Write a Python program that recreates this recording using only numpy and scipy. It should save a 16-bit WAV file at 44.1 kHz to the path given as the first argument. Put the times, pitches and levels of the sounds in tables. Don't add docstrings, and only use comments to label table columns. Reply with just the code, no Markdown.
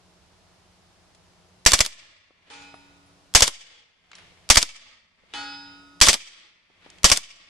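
import sys
import numpy as np
from scipy import signal
from scipy.fft import rfft, irfft
from scipy.io import wavfile
from scipy.ndimage import uniform_filter1d, minimum_filter1d

SR = 44100
rng = np.random.default_rng(int(sys.argv[2]) if len(sys.argv) > 2 else 0)


def inscribe(sig):
    pcm = np.round(np.clip(np.atleast_2d(sig).T, -1, 1) * 32767)
    wavfile.write(sys.argv[1], SR, pcm.astype(np.int16))


N = 330309

# f/Hz, level/dB (noise spectra give relative level per Hz)
WIND_SPECTRUM = [(15, -40), (25, -10), (88, -3), (146, -11.5), (176, -4.5), (237, -17), (354, -11),
                 (588, -15), (637, -10.5), (691, -11.5), (1540, -18), (2020, -19.5), (5010, -20),
                 (10900, -32), (15000, -58.5)]
# f/Hz, level/dB
ENGINE_PARTIALS = [(89, -74), (178, -69), (361, -82.5), (635, -80)]
# f/Hz, correlation (1 is mono)
CLOSE_IMAGE = [(60, .95), (250, 0.6), (1000, 0.6), (2000, 0.4), (4000, 0.6), (8000, 0.4), (13000, -.2)]
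WIDE_IMAGE = [(60, 0.31), (180, 0.8), (540, 0.54), (1640, 0.32), (4930, 0.043), (14800, 0.13)]
# t/s, level/dB, centre f/Hz, tail t60/s
SMALL_HITS = [(1.148, -55, 4794, 0.054), (2.306, -41, 554, .05), (2.535, -41, 2790, .26),
              (2.621, -49.5, 3500, .25), (2.741, -42.5, 904, .04), (4.115, -36.5, 2518, .05),
              (4.131, -40, 2100, 0.22), (4.152, -39, 3800, .09), (4.183, -45, 2800, 0.14),
              (5.235, -46.5, 330, .05), (6.700, -45, 369, 0.072), (6.862, -42, 750, 0.043),
              (6.901, -41.5, 6000, 0.012), (6.984, -50, 3500, 0.02)]

# t/s, rounds, round spacing/s, gas level/dB, gas fade/s, thump level/dB, rattle level/dB
TRIGGER_PULLS = [(1.6617, 3, .0716, 12.5, .022, 7, -0.5), (3.3494, 2, .072, 11, 0.026, 6, 0),
                 (4.5005, 2, 0.07, 12.5, 0.019, 8.5, 0), (6.0129, 2, .0714, 12.5, 0.031, 4, 6.5),
                 (7.0428, 2, 0.073, 10, 0.025, 5, -1.5)]
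# f/Hz, level/dB
CLACK_SPECTRUM = [(100, -25), (600, -12), (1800, -9.5), (3200, -5.5), (5500, -2), (7500, -6), (10500, -11),
                  (13000, -20), (15000, -41)]
GAS_SPECTRUM = [(60, -9), (200, -7), (420, -9.5), (620, -3), (850, -6), (1100, -5), (1500, -4.5),
                (2000, 1.5), (3800, -2), (5800, 3), (8000, -1.5), (10500, -10.5), (13000, -19),
                (15000, -38)]
KNOCK_SPECTRUM = [(40, -6), (150, -8.5), (350, -4.5), (600, -5), (1100, 2), (1700, -5.5), (3500, -34.5)]
SCRAPE_SPECTRUM = [(80, -13), (500, -18.5), (1500, -5.5), (3000, 5.5), (6000, 0.5), (9000, 0), (12500, -18),
                   (15000, -41.5)]
# f/Hz, width/Hz, level/dB
GUN_CAVITIES = [(600, 60, 3.5), (760, 19, -4), (1120, 45, 3), (1440, 50, 3.5), (1497, 56, -6),
                (2270, 80, 0.5), (2530, 300, -2), (3430, 220, 2), (3910, 28, -5), (4120, 74, -1.5),
                (4700, 110, 4), (5700, 37, 1.5), (6320, 33, 5), (6620, 110, -6.5), (7550, 66, 0),
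                (7900, 160, 1), (9340, 45, 3), (10800, 63, 6)]
# f/Hz, level/dB, t60/s
BODY_MODES = [(1940, -8, 0.085), (2192, -6, 0.12), (2292, -8, 0.24), (3115, -5, 0.13), (3420, -5.5, .14),
              (3562, -6, .14), (4470, -4.5, 0.098), (4870, -4, 0.12), (4640, -6, 0.12), (5090, -1.5, .14),
              (5295, -4.5, 0.065), (6199, -2.5, 0.08), (6388, -7, 0.08), (6800, -5, 0.14), (7500, -4, 0.14)]
# t/s, level/dB
BOLT_SNAGS = [(1.8502, 1), (6.1305, 10)]

# f/Hz, level/dB
RUSTLE_SPECTRUM = [(100, -13), (300, -4), (900, -6), (2400, 0), (3800, -4), (5500, -14), (9000, -25),
                   (13000, -50)]
# t/s, ring level/dB, splash level/dB, smack level/dB, place (0 centre, 1 rim)
STEEL_HITS = [(2.5003, -6, -39, -35, 0.89), (5.337, 3, -33, -19, 0.059)]
# f/Hz, level/dB
SMACK_SPECTRUM = [(120, -13.5), (300, -1), (600, -7), (1200, -8), (2400, -4.5), (3200, 6), (4300, 0),
                  (5500, -13), (9500, -16), (12000, -44)]
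SPLASH_SPECTRUM = [(150, -13), (400, -6), (1000, -3.5), (2200, 1.5), (3500, -2.5), (5000, -4.5),
                   (7000, -10.5), (9500, -17), (12000, -53)]
# f/Hz, centre-hit level/dB, rim-hit level/dB, t60/s, build-up/s, beat f/Hz
PLATE_MODES = [(284, -50.5, -50, 3.8, 0.0049, 0.33), (470, -61, -47.5, 0.68, 0.0046, 1),
               (826, -40.5, -42.5, 0.92, .008, 0.5), (925, -48.5, -41, 1.2, .005, 3.2),
               (1273, -48, -48.5, 2.3, .01, 1.8), (1405, -45, -53.5, .9, 0.012, 5.9),
               (1451, -41.5, -48.5, 1.9, 0.038, 0.35), (1640, -44.5, -56, 0.82, .005, 6.9),
               (1895, -44, -57, 0.6, .005, 7.6), (2376, -63, -35.5, 0.87, .02, 5.8),
               (2560, -42.5, -40, 1, 0.017, 5.3), (3018, -38, -43, 0.64, .005, 4.3),
               (3424, -40, -51, 0.46, .005, 5), (3730, -47.5, -52.5, 1.5, .01, 15),
               (4050, -47, -47, .7, .01, 6), (4450, -39, -53.5, .75, 0.028, 1),
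               (4667, -49.5, -55.5, 0.47, .01, 5), (4753, -59, -65, 1.6, .01, 4),
               (5030, -29.5, -42, 0.84, 0.18, 0.64), (5900, -61, -57.5, .8, .01, 4),
               (6050, -58.5, -44.5, 0.47, 0.029, 4), (6500, -51, -59.5, 0.49, .01, 5),
               (6990, -57.5, -45.5, .9, .04, 2.2), (7881, -68.5, -63, 1.6, .01, 4),
               (8900, -60, -47.5, 0.43, .01, 5), (9250, -56.5, -53, .4, 0.0079, 5.4)]
# t/s, level/dB, f/Hz
CASE_TINKLES = [(2.615, -71, 11100), (2.741, -65, 10000), (3.06, -69, 10900), (4.152, -58.5, 9800)]

# f/Hz, level/dB
WOODS_SPECTRUM = [(60, -10), (300, -10), (1000, -10), (1600, -5.5), (2100, -1), (3500, 2), (5500, -1),
                  (9000, 2), (14000, -7)]
# f/Hz, t60/s
WOODS_DECAY = [(100, 2.9), (400, 1.7), (1000, 1.615), (2200, 1.356), (4000, 1), (7000, 0.66), (12000, 0.43)]


def amp(db):
    return 10 ** (np.asarray(db) / 20)


def unit(x):
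    return x / np.sqrt(np.mean(x ** 2) + 1e-20)


def read(points, hz):
    f, value = np.transpose(points)
    return np.interp(np.log(hz + 1), np.log(f + 1), value)


def clock(seconds):
    return np.arange(int(seconds * SR)) / SR


def fade(t, t60):
    return (t >= 0) * np.exp(-np.log(1000) * np.maximum(t, 0) / t60)


def hit(t, t60, rise_s=.0005):
    return (1 - np.exp(-(t / rise_s) ** 2)) * fade(t, t60)


def add(mix, s, sound):
    part = mix[:, round(s * SR):][:, :sound.shape[-1]]
    part += sound[..., :part.shape[1]]


def noise(t, spectrum, image=CLOSE_IMAGE, bumps=()):
    hz = np.fft.rfftfreq(len(t), 1 / SR)
    mid, side = rfft(rng.standard_normal((2, len(t))))
    same = np.clip(read(image, hz), -1, 1)
    mid, side = mid * np.sqrt(1 + same), side * np.sqrt(1 - same)
    bumps_db = sum(db * np.exp(-((hz - f) / width) ** 2) for f, width, db in bumps)
    colour = amp(read(spectrum, hz) + bumps_db)
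    return unit(irfft(np.array([mid + side, mid - side]) * colour, len(t)))


def drift(rate_hz):
    hz = np.fft.rfftfreq(N, 1 / SR)
    return unit(irfft(rfft(rng.standard_normal(N)) * np.exp(-(hz / rate_hz) ** 2), N))


def flutter(count, depth_db, smooth):
    return amp(depth_db * unit(uniform_filter1d(rng.standard_normal(count), size=smooth)))


def rounds(gas_step_db=-1.4, thump_step_db=-2.5, fade_ratio=0.69):
    return [(s + k * spacing_s, k, gas_db + k * gas_step_db, fade_s * fade_ratio ** k,
             thump_db + k * thump_step_db, rattle_db)
            for s, count, spacing_s, gas_db, fade_s, thump_db, rattle_db in TRIGGER_PULLS
            for k in range(round(count))]


def wind(level_db=-59.5):
    return amp(level_db) * noise(np.arange(N), WIND_SPECTRUM, WIDE_IMAGE)


def engine(waver_hz=2.1):
    hum = np.zeros(N)
    for hz, db in ENGINE_PARTIALS:
        turns = np.cumsum(hz + waver_hz * drift(rate_hz=11)) / SR
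        hum += amp(db) * np.sqrt(2) * np.sin(2 * np.pi * turns)
    return hum


def click_and_landings(skirt_db=-24, snap=1.6, snap_t60=0.019, tail=0.59):
    out, t = np.zeros((2, N)), clock(.4)
    for s, db, hz, t60 in SMALL_HITS:
        hump = [(hz / 8, skirt_db), (hz / 2, -4), (hz, 0),
                (hz * 2, -8), (hz * 4, skirt_db), (hz * 16, -70)]
        envelope = snap * hit(t, snap_t60) + tail * hit(t, t60)
        add(out, s, amp(db) * envelope * noise(t, hump))
    return signal.sosfilt(signal.butter(6, 9000, fs=SR, output="sos"), out)


def gun_noise(t, spectrum):
    return noise(t, spectrum, bumps=GUN_CAVITIES)


def hammer(lead_s=.0105, level_db=-22.5, t60=0.015):
    out, t = np.zeros((2, N)), clock(.12)
    click = (1 - np.exp(-t / 0.00031)) * fade(t, t60)
    for s, *_ in TRIGGER_PULLS:
        add(out, s - lead_s, amp(level_db) * click * gun_noise(t, CLACK_SPECTRUM))
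    return out


def muzzle(crack=0.83, crack_s=.003, bounce=0.2, bounce_s=0.0066, linger=0.17, pop_db=-5, ring_db=-16):
    out, t = np.zeros((2, N)), clock(.2)
    attack = 1 - np.exp(-(t / 0.00043) ** 2)
    direct = crack * np.exp(-t / crack_s)
    ground = bounce * (t > bounce_s) * np.exp(-abs(t - bounce_s) / crack_s)
    tail = linger * fade(t, t60=0.22)
    for s, _, db, fade_s, _, _ in rounds():
        flow = np.exp(-(t / fade_s) ** 1.66) + direct + ground + tail
        gas = flow * gun_noise(t, GAS_SPECTRUM)
        pop = amp(pop_db) * fade(t, t60=0.03) * gun_noise(t, KNOCK_SPECTRUM)
        ring = amp(ring_db) * body_ring(t, damping=1)
        add(out, s, amp(db) * attack * (gas + pop + ring))
    return out


def body_ring(t, damping):
    phases = rng.random((len(BODY_MODES), 1, 1)) + 0.027 * rng.standard_normal((len(BODY_MODES), 2, 1))
    return sum(amp(db) * fade(t * damping, t60) * np.sin(2 * np.pi * (hz * t + phase))
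               for (hz, db, t60), phase in zip(BODY_MODES, phases))


def overload_thump(thump_s=.0092, settle_hz=2.4, uneven=0.08):
    out, t = np.zeros((2, N)), clock(.03)
    for s, _, _, _, db, _ in rounds():
        length_s = thump_s * (1 + uneven * (2 * rng.random((2, 1)) - 1))
        thump = abs(np.sin(np.pi * np.minimum(t / length_s, 1))) ** 0.61
        add(out, s, amp(db) * thump)
    return signal.sosfilt(signal.butter(1, settle_hz, "high", fs=SR, output="sos"), out)


def bolt(return_s=.0571, clack_db=14.5, knock_db=1.5, scrape_db=-2.4, ring_db=-22,
         clack_step_db=-4.5, knock_step_db=-8, scrape_step_db=-5):
    out, t = np.zeros((2, N)), clock(.12)
    clacks = [(s + return_s, clack_db + k * clack_step_db) for s, k, *_ in rounds()]
    for s, db in clacks + BOLT_SNAGS:
        clack = fade(t, t60=0.014) * gun_noise(t, CLACK_SPECTRUM)
        ring = amp(ring_db) * body_ring(t, damping=5.4)
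        add(out, s, amp(db) * (1 - np.exp(-t / 0.00018)) * (clack + ring))
    lead_s = .04
    slide = np.exp(-((t - lead_s + 0.0036) / 0.014) ** 2)
    for s, k, *_, rattle_db in rounds():
        home_s = s + return_s
        knock = (1 - np.exp(-t / 0.0032)) * fade(t, t60=0.046) * gun_noise(t, KNOCK_SPECTRUM)
        add(out, home_s, amp(knock_db + k * knock_step_db + rattle_db) * knock)
        scrape = slide * flutter(len(t), depth_db=3, smooth=64) * gun_noise(t, SCRAPE_SPECTRUM)
        add(out, home_s - lead_s, amp(scrape_db + k * scrape_step_db + rattle_db) * scrape)
    return out


def bullet_rustle(peak_s=.84, swell_s=.045, fade_s=0.055, level_db=-49):
    out, t = np.zeros((2, N)), clock(1.4)
    swell = np.exp(np.minimum((t - peak_s) / swell_s, (peak_s - t) / fade_s))
    for s, *_ in TRIGGER_PULLS:
        rustle = flutter(len(t), depth_db=2, smooth=256) * noise(t, RUSTLE_SPECTRUM, WIDE_IMAGE)
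        add(out, s, amp(level_db) * swell * rustle)
    return out


def plate(twin=0.43, smack_t60=0.013, splash_t60=.55):
    out, t = np.zeros((2, N)), clock(0.83)
    for s, ring_db, splash_db, smack_db, place in STEEL_HITS:
        add(out, s, amp(smack_db) * hit(t, smack_t60) * noise(t, SMACK_SPECTRUM))
        add(out, s, amp(splash_db) * hit(t, splash_t60) * noise(t, SPLASH_SPECTRUM, WIDE_IMAGE))
        for hz, centre_db, rim_db, t60, build_s, beat_hz in PLATE_MODES:
            turns = hz * t + rng.random() + 0.086 * rng.standard_normal((2, 1))
            pair = np.sin(2 * np.pi * turns) + twin * np.sin(2 * np.pi * (turns + beat_hz * t))
            level = amp(ring_db + centre_db + place * (rim_db - centre_db))
            swell = 1 - .9 * np.exp(-(t / build_s) ** 4)
            add(out, s, level * swell * hit(t, t60) * pair)
    return out


def brass_cases(t60=.25):
    out, t = np.zeros((2, N)), clock(.4)
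    for s, db, hz in CASE_TINKLES:
        add(out, s, amp(db) * hit(t, t60) * np.sin(2 * np.pi * hz * t))
    return out


def reverb(x, tail):
    return signal.fftconvolve(x, tail / np.linalg.norm(tail[0]), axes=1)[:, :N]


def bushes(x, t60=0.13, onset_s=0.0037):
    t = clock(.3)
    return reverb(x, hit(t, t60, onset_s) * rng.standard_normal((2, len(t))))


def woods(x, wash_db, wash_stretch=2.2, onset_s=0.03, bank_s=.189, bank_low_hz=1000, trees_s=0.36):
    hz, t, scatter = signal.stft(noise(clock(2), WOODS_SPECTRUM, WIDE_IMAGE), SR, nperseg=256)
    t60 = read(WOODS_DECAY, hz)[:, None]
    decay = np.hypot(fade(t, t60), amp(wash_db) * fade(t, t60 * wash_stretch))
    clumps = flutter(len(t), depth_db=2, smooth=4)
    low_cut = (hz / np.hypot(hz, bank_low_hz))[:, None]
    bank = 2.1 * low_cut * np.exp(-((t - bank_s) / 0.0057) ** 2)
    tree_line = 0.81 * np.exp(-((t - trees_s) / .07) ** 2)
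    envelope = (1 - np.exp(-t / onset_s)) * decay * clumps * (1 + bank + tree_line)
    return reverb(x, signal.istft(scatter * envelope, SR, nperseg=256)[1])


def scene():
    gun = muzzle() + hammer() + bolt()
    details = plate() + click_and_landings() + brass_cases() + bullet_rustle()
    gun_echoes = amp(-18) * bushes(gun) + amp(-30.5) * woods(gun, wash_db=-27)
    detail_echoes = amp(-16.5) * woods(details, wash_db=-45)
    return gun + overload_thump() + details + gun_echoes + detail_echoes + wind() + engine()


def gain_control(x, limit_db=-4.0, hold_s=0.53, recover_db_per_s=62):
    power_db = 10 * np.log10(abs(uniform_filter1d((x ** 2).mean(0), size=160)) + 1e-12)
    over_db = np.maximum(power_db - limit_db, 0)
    half = int(hold_s * SR / 2)
    held_db = -minimum_filter1d(-over_db, 2 * half + 1, origin=half, mode="constant")
    climb_db = np.arange(N) * recover_db_per_s / SR
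    duck_db = np.maximum.accumulate(held_db + climb_db) - climb_db
    return x / amp(uniform_filter1d(duck_db, size=32))


def record(dry, ceiling=1.3, high_cut_hz=15400):
    levelled = gain_control(dry)
    squeeze = np.minimum(1, ceiling / (abs(levelled).max(0) + 1e-9))
    limiter_gain = uniform_filter1d(minimum_filter1d(squeeze, size=15), size=15)
    clipped = np.clip(levelled * limiter_gain, -1, 1)
    high_cut = signal.firwin(255, high_cut_hz, window=("kaiser", 8), fs=SR)
    return signal.oaconvolve(clipped, high_cut[None], "same", axes=1)


dry = scene()
out = record(dry)
inscribe(out)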